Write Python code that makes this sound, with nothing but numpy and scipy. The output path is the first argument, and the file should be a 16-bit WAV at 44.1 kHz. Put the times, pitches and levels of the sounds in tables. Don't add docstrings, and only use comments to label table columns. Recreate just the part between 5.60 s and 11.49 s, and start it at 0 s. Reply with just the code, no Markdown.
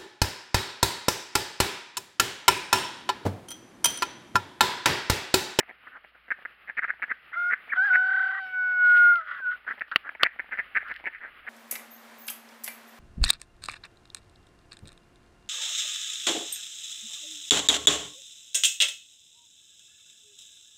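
import sys
import numpy as np
from scipy import signal
from scipy.fft import rfft, irfft, next_fast_len
from scipy.io import wavfile
from scipy.ndimage import map_coordinates

SR = 44100
rng = np.random.default_rng(int(sys.argv[2]) if len(sys.argv) > 2 else 0)


def waveform_to_disk(signal):
    frames = np.transpose(np.atleast_2d(signal))
    scaled = np.clip(frames, -1, 1) * 32767
    samples = np.round(scaled).astype(np.int16)
    wavfile.write(sys.argv[1], SR, samples)


N = 259749
TOP_HZ = 15900

# freq_hz, relative_db
FLOCK_SPECTRUM = [(59, -43), (100, -8.5), (398, -7), (801, -4.5), (991, -7.5), (1130, 1.5), (1230, 6),
                  (2220, 3.5), (2860, 0), (5080, -29), (5770, -62.5), (8280, -43.5), (10200, -27.5),
                  (13500, -27), (16000, -32)]
# freq_hz, relative_db
RUMBLE_SPECTRUM = [(20, -5.5), (45, -5), (60, 5), (80, -8.5), (150, -19.5), (300, -51.5)]
# freq_hz, level_db
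HUM = (58, -78)
# start_s, attack_s, hold_s, release_s
RUMBLE_SWELL = (4.2, .8, 1, .5)
FLOCK_START_DB, FLOCK_GROWS_DB_PER_S = -58.5, 0.59
RUMBLE_DB, RUMBLE_SWELL_DB = -83, 10.5

# freq_hz, t60_s
PEN_DECAY = [(200, 0.22), (1800, 0.28), (6000, 0.12)]

# start_s, hold_s, level_db
HISS_BOUTS = [(2.218, .6, -60), (3.24, 0.21, -51.5), (3.646, .24, -65.5), (4.059, 0.035, -61.5),
              (4.27, 0.063, -61), (4.942, .05, -67), (5.268, 0.048, -58)]
# start_s, peak_db
CLICKS = [(3.474, -39.5), (3.558, -29.5), (4.196, -37), (5.285, -40.5), (5.341, -35), (5.363, -31)]
# freq_hz, relative_db
GRAIN_RESONANCE = [(1200, -21.5), (2200, 0), (3000, 5), (3700, -6), (4300, -8), (5200, -16.5),
                   (6200, -41.5), (8000, -39.5), (11000, -27.5), (15500, -29.5)]
BOUT_ATTACK_S, BOUT_RELEASE_S = .012, 0.16
HISS_FLOOR_DB = -71

# start_s, level_db, rattle_t60_s, thump_level_db
TAPS = [(4.3145, -30, 0.051, -64), (4.3599, -1.5, 0.014, -41), (4.6331, 0.5, 0.015, -25)]
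# freq_hz, relative_db
TAP_RESONANCE = [(30, -43.5), (150, -13), (380, -8.5), (950, -9.5), (1350, 3), (1600, -3.5), (2000, -6),
                 (2800, 2), (3500, -6.5), (4600, -12), (5600, -35), (8000, -50), (10500, -37),
                 (15500, -41.5)]
# delay_s, level_db
BOUNCE = [(0, -5.5), (.0015, -8.5), (.0026, -11)]

# loudest_s, peak_db (throat part), rise_s, fall_s, throat_hz
CLUCKS = [(0.006, -22.5, .003, .009, 1810), (0.1, -33.5, 0.024, .019, 1980),
          (0.271, -32.5, 0.0047, 0.013, 1610), (0.364, -36, .053, 0.026, 1528),
          (0.555, -43.5, 0.012, .009, 1640), (0.719, -15.5, 0.018, 0.0056, 1732),
          (0.856, -21, 0.0091, .004, 1748), (1.098, -21.5, 0.023, 0.0099, 1828),
          (1.192, -13.5, 0.024, .004, 1841), (1.243, -16.5, 0.025, .013, 1670),
          (1.304, -12.5, 0.029, .008, 1763), (1.43, -16, 0.013, 0.019, 1826),
          (1.516, -16.5, .019, .007, 1715), (1.938, -10, 0.039, .007, 1750),
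          (2.135, -13.5, 0.013, .009, 1645), (2.358, -9.5, .032, 0.005, 1834),
          (4.082, -21, 0.019, 0.016, 1617), (4.106, -19.5, 0.0098, .018, 1682),
          (4.219, -17.5, .014, .004, 1830), (4.315, -21, .003, 0.026, 1498),
          (4.477, -30, 0.044, .008, 1560), (4.492, -21.5, 0.0044, 0.0031, 1814),
          (4.551, -30.5, .004, .005, 2030), (4.629, -17, .034, 0.028, 1734),
          (4.663, -11.5, 0.028, .01, 1965), (4.795, -19, 0.0076, 0.014, 1854),
          (4.924, -20, 0.014, .035, 1799), (4.994, -16, 0.023, .016, 1850), (5.172, -11, .027, 0.011, 1810),
          (5.317, -23, 0.026, 0.0049, 1800), (5.441, -34, .002, .011, 2015),
          (5.473, -19, .022, 0.014, 1949), (5.636, -29, 0.035, 0.06, 1710), (5.886, -26, .021, .003, 1730)]
# loudest_s, peak_db (throat part), rise_s, fall_s, throat_hz
MURMURS = [(5.215, -29, .017, 0.02, 1803), (5.272, -30, 0.045, 0.068, 1551),
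           (5.362, -30.5, 0.025, 0.011, 1876), (5.553, -29, 0.03, .035, 1891)]
# freq_hz, relative_db
THROAT_RESONANCE = [(700, -40), (1000, -37), (1250, -12.5), (1750, 2.5), (2150, -1.5), (2500, -14),
                    (3200, -36), (5000, -51.5), (6000, -77.5)]
# freq_hz, relative_db
CHEST_RESONANCE = [(60, -24), (150, -13), (260, -1), (420, -3.5), (700, 5), (1000, 3), (1500, -43)]
THROAT_HZ = 1844.5
CLUCK_DB, CHEST_DB, CHEST_FADES_DB_PER_DB, CHEST_DB_PER_HZ = -20, -18.5, 0.67, 0.0227
MURMUR_CHEST_DB = -34
PULSES_PER_S, PULSE_SLOWS_POWER, PULSE_SCATTER = 210, 1.4, .04
SOFT_PER_S, SOFT_DB, SOFT_RISE_S, SOFT_FALL_S, SOFT_HZ = 3.5, -40.5, 0.0064, 0.0052, 1830
LEAD_S, LEAD_DB, ABRUPT_S = .033, -22.5, 0.023

# middle_s, length_s, top_hz, sag_share, level_db
CHIRPS = [(1.21, .034, 1810, 0.24, -44), (1.495, .036, 1785, 0.23, -43.5), (1.504, 0.023, 2070, 0.3, -37),
          (1.742, 0.044, 2113, 0.3, -37), (2.108, 0.047, 2332, 0.5, -37.5), (2.125, 0.015, 1808, .15, -25)]

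# time_s, level_db
SHORT_LEVEL = [(1.73, -38.5), (1.752, -40.5), (1.772, -27.5), (1.915, -25)]
# time_s, level_db
LONG_LEVEL = [(2.15, -34), (2.154, -36.5), (2.186, -19), (2.3, -25.5), (2.312, -18.5), (2.35, -19),
              (2.462, -24.5), (2.604, -23.5), (2.918, -40.5), (2.938, -31), (2.994, -26), (3.156, -25.5),
              (3.24, -17), (3.456, -14.5), (3.524, -16), (3.594, -30), (3.65, -49)]
# time_s, level_db
END_LEVEL = [(3.68, -38), (3.708, -34), (3.802, -40.5), (3.884, -23.5), (3.948, -37.5), (3.96, -38.5)]
# time_s, pitch_hz
SHORT_PITCH = [(1.73, 560), (1.755, 622), (1.77, 700.3), (1.915, 720.5)]
# time_s, pitch_hz
LONG_PITCH = [(2.17, 737.8), (2.208, 756.7), (2.26, 834.9), (2.314, 737.0), (2.534, 762.9), (2.688, 760.6),
              (2.782, 775.4), (2.864, 748.3), (3.202, 732.4), (3.52, 709.5), (3.58, 691.5)]
# time_s, pitch_hz
END_PITCH = [(3.6, 652), (3.7, 592), (3.786, 556), (3.826, 509), (3.872, 487)]
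# freq_hz, relative_db
WHISTLE_RESONANCE = [(900, -36), (1150, 12), (1400, 23), (1600, 12.5), (1750, 7.5), (2000, -60)]
# freq_hz, relative_db
OVERTONE_RESONANCE = [(1650, -48.5), (1950, 7.5), (2300, 6), (2550, -9.5), (2800, -51)]
# freq_hz, relative_db
REEDY_RESONANCE = [(2400, -47), (2950, 1.5), (3300, -6), (3750, -7), (4500, -14), (5200, -10), (5500, -54)]
# freq_hz, relative_db
RASP_SPECTRUM = [(500, -49.5), (950, -25), (1200, -12.5), (1450, 6.5), (1650, -9), (2000, -6), (2400, -29),
                 (3200, -23), (4300, -43.5), (5200, -48), (6000, -75)]
# time_s, beats_per_s
TREMBLE = [(2.42, 45), (2.48, 41), (2.52, 34), (2.6, 32), (2.65, 36), (2.72, 30)]
TREMBLE_CREST_S = 2.55
# middle_s, added_rasp_share
CRACKS = [(1.92, .25), (2.156, 1), (2.25, .15), (2.293, 0.4), (3.36, 0.16), (3.928, 0.75)]
CRACK_S = 0.016
# start_s, attack_s, hold_s, release_s
PRESSED = (2.14, 0.023, 0.68, 0.054)
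TREMBLING = (2.38, .15, .17, 0.13)
TWO_VOICED = (2.69, .09, .01, 0.017)
# start_s, attack_s, hold_s, release_s
CLEAN_SWELL = (2.8, .1, 0.59, .05)
# level_db (whistle at WHISTLE_DB), db_per_whistle_db, pressed_db
FUNDAMENTAL = (-54.5, 0.049, 9.3)
OVERTONE = (-47, 0.38, -9.5)
WHISTLE_DB = -25
THROAT_LOCK_HZ, LOCK_WIDTH, LOCK_EDGE = 1472, .21, .14
CLEAN_RASP, FULL_RASP, TREMBLE_RASP, TWO_VOICED_RASP = .006, 0.95, .16, 0.52
TREMBLE_DEPTH, QUIVER_DEPTH, SECOND_VOICE, TREMBLE_SECOND = 0.63, 0.19, 1, 0.12
STRAIN_HZ, STRAIN_DB_PER_HZ = 817, 1.3
SLACK_HZ, SLACK_DB_PER_HZ = 576, 1.5


def amp(db):
    return 10 ** (np.asarray(db) / 20)


def unit(x):
    return x / np.sqrt(np.mean(x ** 2) + 1e-20)


def along(points, hz):
    freq_hz, values = np.transpose(points)
    return np.interp(np.log(hz + 1), np.log(freq_hz + 1), values)


def curves(rows):
    time_s, *columns = np.transpose(rows)
    return [np.interp(np.arange(N) / SR, time_s, column) for column in columns]


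def wobble(knots_per_s):
    knots = rng.standard_normal(int(N * knots_per_s / SR) + 4)
    return map_coordinates(knots, [np.arange(N) * knots_per_s / SR])


def envelope(start_s, attack_s, hold_s, release_s):
    t = np.arange(N) / SR - start_s
    return np.clip(np.minimum(t / attack_s, 1 - (t - attack_s - hold_s) / release_s), 0, 1)


def filtered(x, response):
    size = next_fast_len(N + SR // 2)
    return irfft(rfft(x, size) * response(np.fft.rfftfreq(size, 1 / SR)), size)[:N]


def noise(spectrum):
    return unit(filtered(rng.standard_normal(N), lambda hz: amp(along(spectrum, hz))))


def ring(spectrum, shift=1, size=2048):
    hz = np.fft.rfftfreq(size, 1 / SR) / shift
    cepstrum = irfft(np.log(amp(along(spectrum, hz))))
    cepstrum[1:size // 2] *= 2
    cepstrum[size // 2 + 1:] = 0
    answer = irfft(np.exp(rfft(cepstrum)))
    return answer / np.abs(answer).max()


def add(track, start_s, sound):
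    start = round(start_s * SR)
    lo, hi = max(start, 0), min(start + len(sound), N)
    if hi > lo:
        track[lo:hi] += sound[lo - start:hi - start]


def background(flutter_db):
    t = np.arange(N) / SR
    flock_db = FLOCK_START_DB + FLOCK_GROWS_DB_PER_S * t + flutter_db * wobble(23)
    flock = amp(flock_db) * noise(FLOCK_SPECTRUM)
    hum_hz, hum_db = HUM
    hum = amp(hum_db) * np.sqrt(2) * np.sin(2 * np.pi * hum_hz * t)
    rumble_db = RUMBLE_DB + RUMBLE_SWELL_DB * envelope(*RUMBLE_SWELL)
    return flock + hum + amp(rumble_db) * noise(RUMBLE_SPECTRUM)


def pen_echo(x):
    hz, t, cells = signal.stft(rng.standard_normal(SR // 2), SR, nperseg=256)
    decay = amp(-60 * t / along(PEN_DECAY, hz)[:, None])
    tail = signal.istft(cells * decay, SR, nperseg=256)[1]
    delayed = np.pad(x, (SR // 100, 0))
    return signal.fftconvolve(delayed, tail / np.linalg.norm(tail))[:N]


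def crackling_hiss(grains_per_s, clump_db):
    grains = (rng.random(N) < grains_per_s / SR) * rng.standard_normal(N)
    grain_ring = ring(GRAIN_RESONANCE)
    bouts = [amp(level_db) * envelope(start_s, BOUT_ATTACK_S, hold_s, BOUT_RELEASE_S)
             for start_s, hold_s, level_db in HISS_BOUTS]
    level = np.maximum(np.max(bouts, axis=0), amp(HISS_FLOOR_DB))
    crackle = unit(signal.fftconvolve(grains * amp(clump_db * wobble(35)), grain_ring)[:N])
    out = crackle * level
    for start_s, peak_db in CLICKS:
        add(out, start_s, amp(peak_db) * grain_ring)
    return out


def taps(rattle_db, thump_s):
    out, t, body = np.zeros(N), np.arange(SR // 20) / SR, ring(TAP_RESONANCE)
    for start_s, level_db, rattle_t60_s, thump_db in TAPS:
        blow = amp(rattle_db - 60 * t / rattle_t60_s) * rng.standard_normal(len(t))
        for delay_s, contact_db in BOUNCE:
            blow[round(abs(delay_s) * SR)] += amp(contact_db)
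        tap = signal.fftconvolve(blow, body)
        tap *= np.linalg.norm(body) / np.linalg.norm(tap)
        add(out, start_s, amp(level_db) * np.sqrt(2) * tap)
        u = t / thump_s
        add(out, start_s, amp(thump_db) * u * (2 - u) * np.exp(-u))
    return out


def chirps(quaver):
    out, waver = np.zeros(N), wobble(700)
    for middle_s, length_s, top_hz, sag, level_db in CHIRPS:
        u = np.linspace(-1, 1, round(length_s * SR))
        pitch_hz = top_hz * (1 - sag * u ** 2 + quaver * waver[round(middle_s * SR):][:len(u)])
        tone = np.cos(np.pi * u / 2) * np.sin(2 * np.pi * np.cumsum(pitch_hz) / SR)
        add(out, middle_s - length_s / 2, amp(level_db) * np.sqrt(2) * tone)
    return out


def cluck_pulses(rise_s, fall_s, pulses_per_s, edge_db, puff_db, puff_t60_s):
    chance = rng.standard_normal((2, 64))
    before, after = min(int(rise_s * pulses_per_s), 31), min(int(fall_s * pulses_per_s), 31)
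    k = np.arange(-before, after + 1)
    when_s = (k + .06 * chance[0, k] * (k != 0)) / pulses_per_s
    scatter_db = 1.6 * chance[1, k] * (k != 0)
    edge = np.abs(when_s / np.where(k < 0, rise_s, fall_s)) ** 1.63
    train = np.zeros(SR // 4)
    place = np.round(when_s * SR).astype(int) + SR // 8
    train[np.clip(place, 0, len(train) - 1)] = amp(scatter_db - edge_db * edge)
    t = np.arange(SR // 50) / SR
    puff = signal.fftconvolve(train, amp(-60 * t / puff_t60_s))[:len(train)]
    return train + amp(puff_db) * puff * rng.standard_normal(len(train))


def cluck(peak_db, rise_s, fall_s, throat_hz, chest_db):
    slowing = (THROAT_HZ / throat_hz) ** PULSE_SLOWS_POWER
    rate = PULSES_PER_S * slowing * np.exp(PULSE_SCATTER * rng.standard_normal())
    train = cluck_pulses(rise_s, fall_s, rate, edge_db=14.0, puff_db=-19, puff_t60_s=0.021)
    throat = signal.fftconvolve(train, ring(THROAT_RESONANCE, throat_hz / THROAT_HZ))
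    chest = unit(signal.fftconvolve(train, ring(CHEST_RESONANCE))) * throat.std() * amp(chest_db)
    return amp(peak_db) * (throat + chest) / np.abs(throat).max()


def soft_clucks():
    rows = [(loudest_s - LEAD_S, peak_db + LEAD_DB, SOFT_RISE_S, SOFT_FALL_S, throat_hz)
            for loudest_s, peak_db, rise_s, _, throat_hz in CLUCKS if rise_s < ABRUPT_S]
    chance = rng.uniform(-1, 1, (64, 3))
    for i, (u, v, w) in enumerate(chance):
        if i < np.floor(SOFT_PER_S * N / SR):
            loudest_s, throat_hz = (i + u / 2) / SOFT_PER_S, SOFT_HZ * (1 + 0.033 * w)
            rows.append((loudest_s, SOFT_DB + 3 * v, SOFT_RISE_S, SOFT_FALL_S, throat_hz))
    return rows


def clucks():
    out, middle_s = np.zeros(N), 1 / 8 + .0004
    for loudest_s, peak_db, rise_s, fall_s, throat_hz in CLUCKS + soft_clucks():
        chest_db = CHEST_DB - CHEST_FADES_DB_PER_DB * (peak_db - CLUCK_DB)
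        chest_db += CHEST_DB_PER_HZ * (throat_hz - THROAT_HZ)
        add(out, loudest_s - middle_s, cluck(peak_db, rise_s, fall_s, throat_hz, chest_db))
    for loudest_s, *shape in MURMURS:
        add(out, loudest_s - middle_s, cluck(*shape, MURMUR_CHEST_DB))
    return out


def hoarseness(pitch_hz, unsteady):
    t, harmonic = np.arange(N) / SR, THROAT_LOCK_HZ / pitch_hz
    miss = np.abs(harmonic - np.round(harmonic))
    unlocked = np.clip((miss - LOCK_WIDTH) / LOCK_EDGE, 0, 1)
    cracks = sum(share * np.exp(-((t - middle_s) / CRACK_S) ** 2) for middle_s, share in CRACKS)
    return np.clip(CLEAN_RASP + FULL_RASP * unlocked + unsteady + cracks, 0, .98)


def squeal(level_rows, second_hz, jitter, vibrato, flicker_db, rasp_db, overtone_db, reedy_db):
    t = np.arange(N) / SR
    pitch_hz, = curves(SHORT_PITCH + LONG_PITCH + END_PITCH)
    whistle_db, = curves(level_rows)
    press, trembling, two_voiced = envelope(*PRESSED), envelope(*TREMBLING), envelope(*TWO_VOICED)

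    thinning_db = SLACK_DB_PER_HZ * np.maximum(SLACK_HZ - pitch_hz, 0)
    thinning_db += STRAIN_DB_PER_HZ * np.maximum(pitch_hz - STRAIN_HZ, 0)
    low_db, high_db = [level_db + follows * (whistle_db - WHISTLE_DB) + pressed_db * press - thinning_db
                       for level_db, follows, pressed_db in (FUNDAMENTAL, OVERTONE)]
    quiver = QUIVER_DEPTH * (1 - envelope(*CLEAN_SWELL))
    depth = np.clip(np.maximum(TREMBLE_DEPTH * trembling, quiver), 0, 1)
    rasp = hoarseness(pitch_hz, TREMBLE_RASP * trembling + TWO_VOICED_RASP * two_voiced)
    clean = np.sqrt(1 - rasp ** 2)
    second = np.maximum(SECOND_VOICE * two_voiced, TREMBLE_SECOND * trembling)
    first_s, last_s = level_rows[0][0], level_rows[-1][0]
    gate = np.clip(np.minimum(t - first_s, last_s - t) / 0.0025, 0, 1)
    on = gate > 0

    beats = np.cumsum(curves(TREMBLE)[0]) / SR
    turn = 2 * np.pi * (beats - np.interp(TREMBLE_CREST_S, t, beats))
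    dip = np.sin(turn / 2) ** 4
    swell = (1 - depth * dip) / (1 - depth / 3)
    rough_gain = 1 - depth + 2.6 * depth * dip
    bend = vibrato * np.sqrt(depth) * np.sin(turn) + jitter * (1 + 6 * rasp) * wobble(300)
    phase = 2 * np.pi * np.cumsum(pitch_hz * (1 + bend)) / SR

    k = np.arange(2, 9)[:, None]
    partials = np.sin(k * phase[on])
    flicker = np.array([wobble(30)[on] for _ in k[2:]])
    partials[2:] *= amp(flicker_db * flicker)

    def through(spectrum):
        gains, out = amp(along(spectrum, k * pitch_hz[on])), np.zeros(N)
        out[on] = (gains * partials).sum(0) / np.sqrt((gains ** 2).sum(0) / 2)
        return out

    other = 2 * np.pi * np.cumsum(second_hz * (1 + 0.14 * wobble(220))) / SR
    sides = np.sin(2 * phase + other) + 0.42 * np.sin(2 * phase - other)
    whistle = clean * swell * through(WHISTLE_RESONANCE)
    rough = rough_gain * (amp(rasp_db) * rasp * noise(RASP_SPECTRUM) + second * sides)
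    fundamental = np.sqrt(2) * swell * np.sin(phase)
    reedy = amp(reedy_db) * (1 - rasp) ** 2 * through(REEDY_RESONANCE)
    pressed = amp(low_db) * clean * (fundamental + reedy)
    overtones = amp(high_db + overtone_db) * (1 - rasp) ** 2 * through(OVERTONE_RESONANCE)
    return gate * (amp(whistle_db) * (whistle + rough) + pressed + overtones)


def scene():
    far = background(flutter_db=3.0)
    hiss = crackling_hiss(grains_per_s=1700, clump_db=2.0)
    knocks = taps(rattle_db=-14.5, thump_s=0.001)
    chatter = chirps(quaver=0.036) + clucks()
    call = sum(squeal(rows, second_hz=388, jitter=0.0011, vibrato=0.026, flicker_db=2.0,
                      rasp_db=1.5, overtone_db=2, reedy_db=-11)
               for rows in (SHORT_LEVEL, LONG_LEVEL + END_LEVEL))
    echo = amp(-21.5) * pen_echo(chatter + call / 2)
    return (far + hiss + knocks + chatter + call + echo)[None]


def record(dry):
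    return filtered(dry[0], lambda hz: hz < TOP_HZ)[None]


dry = scene()
out = record(dry)
waveform_to_disk(out)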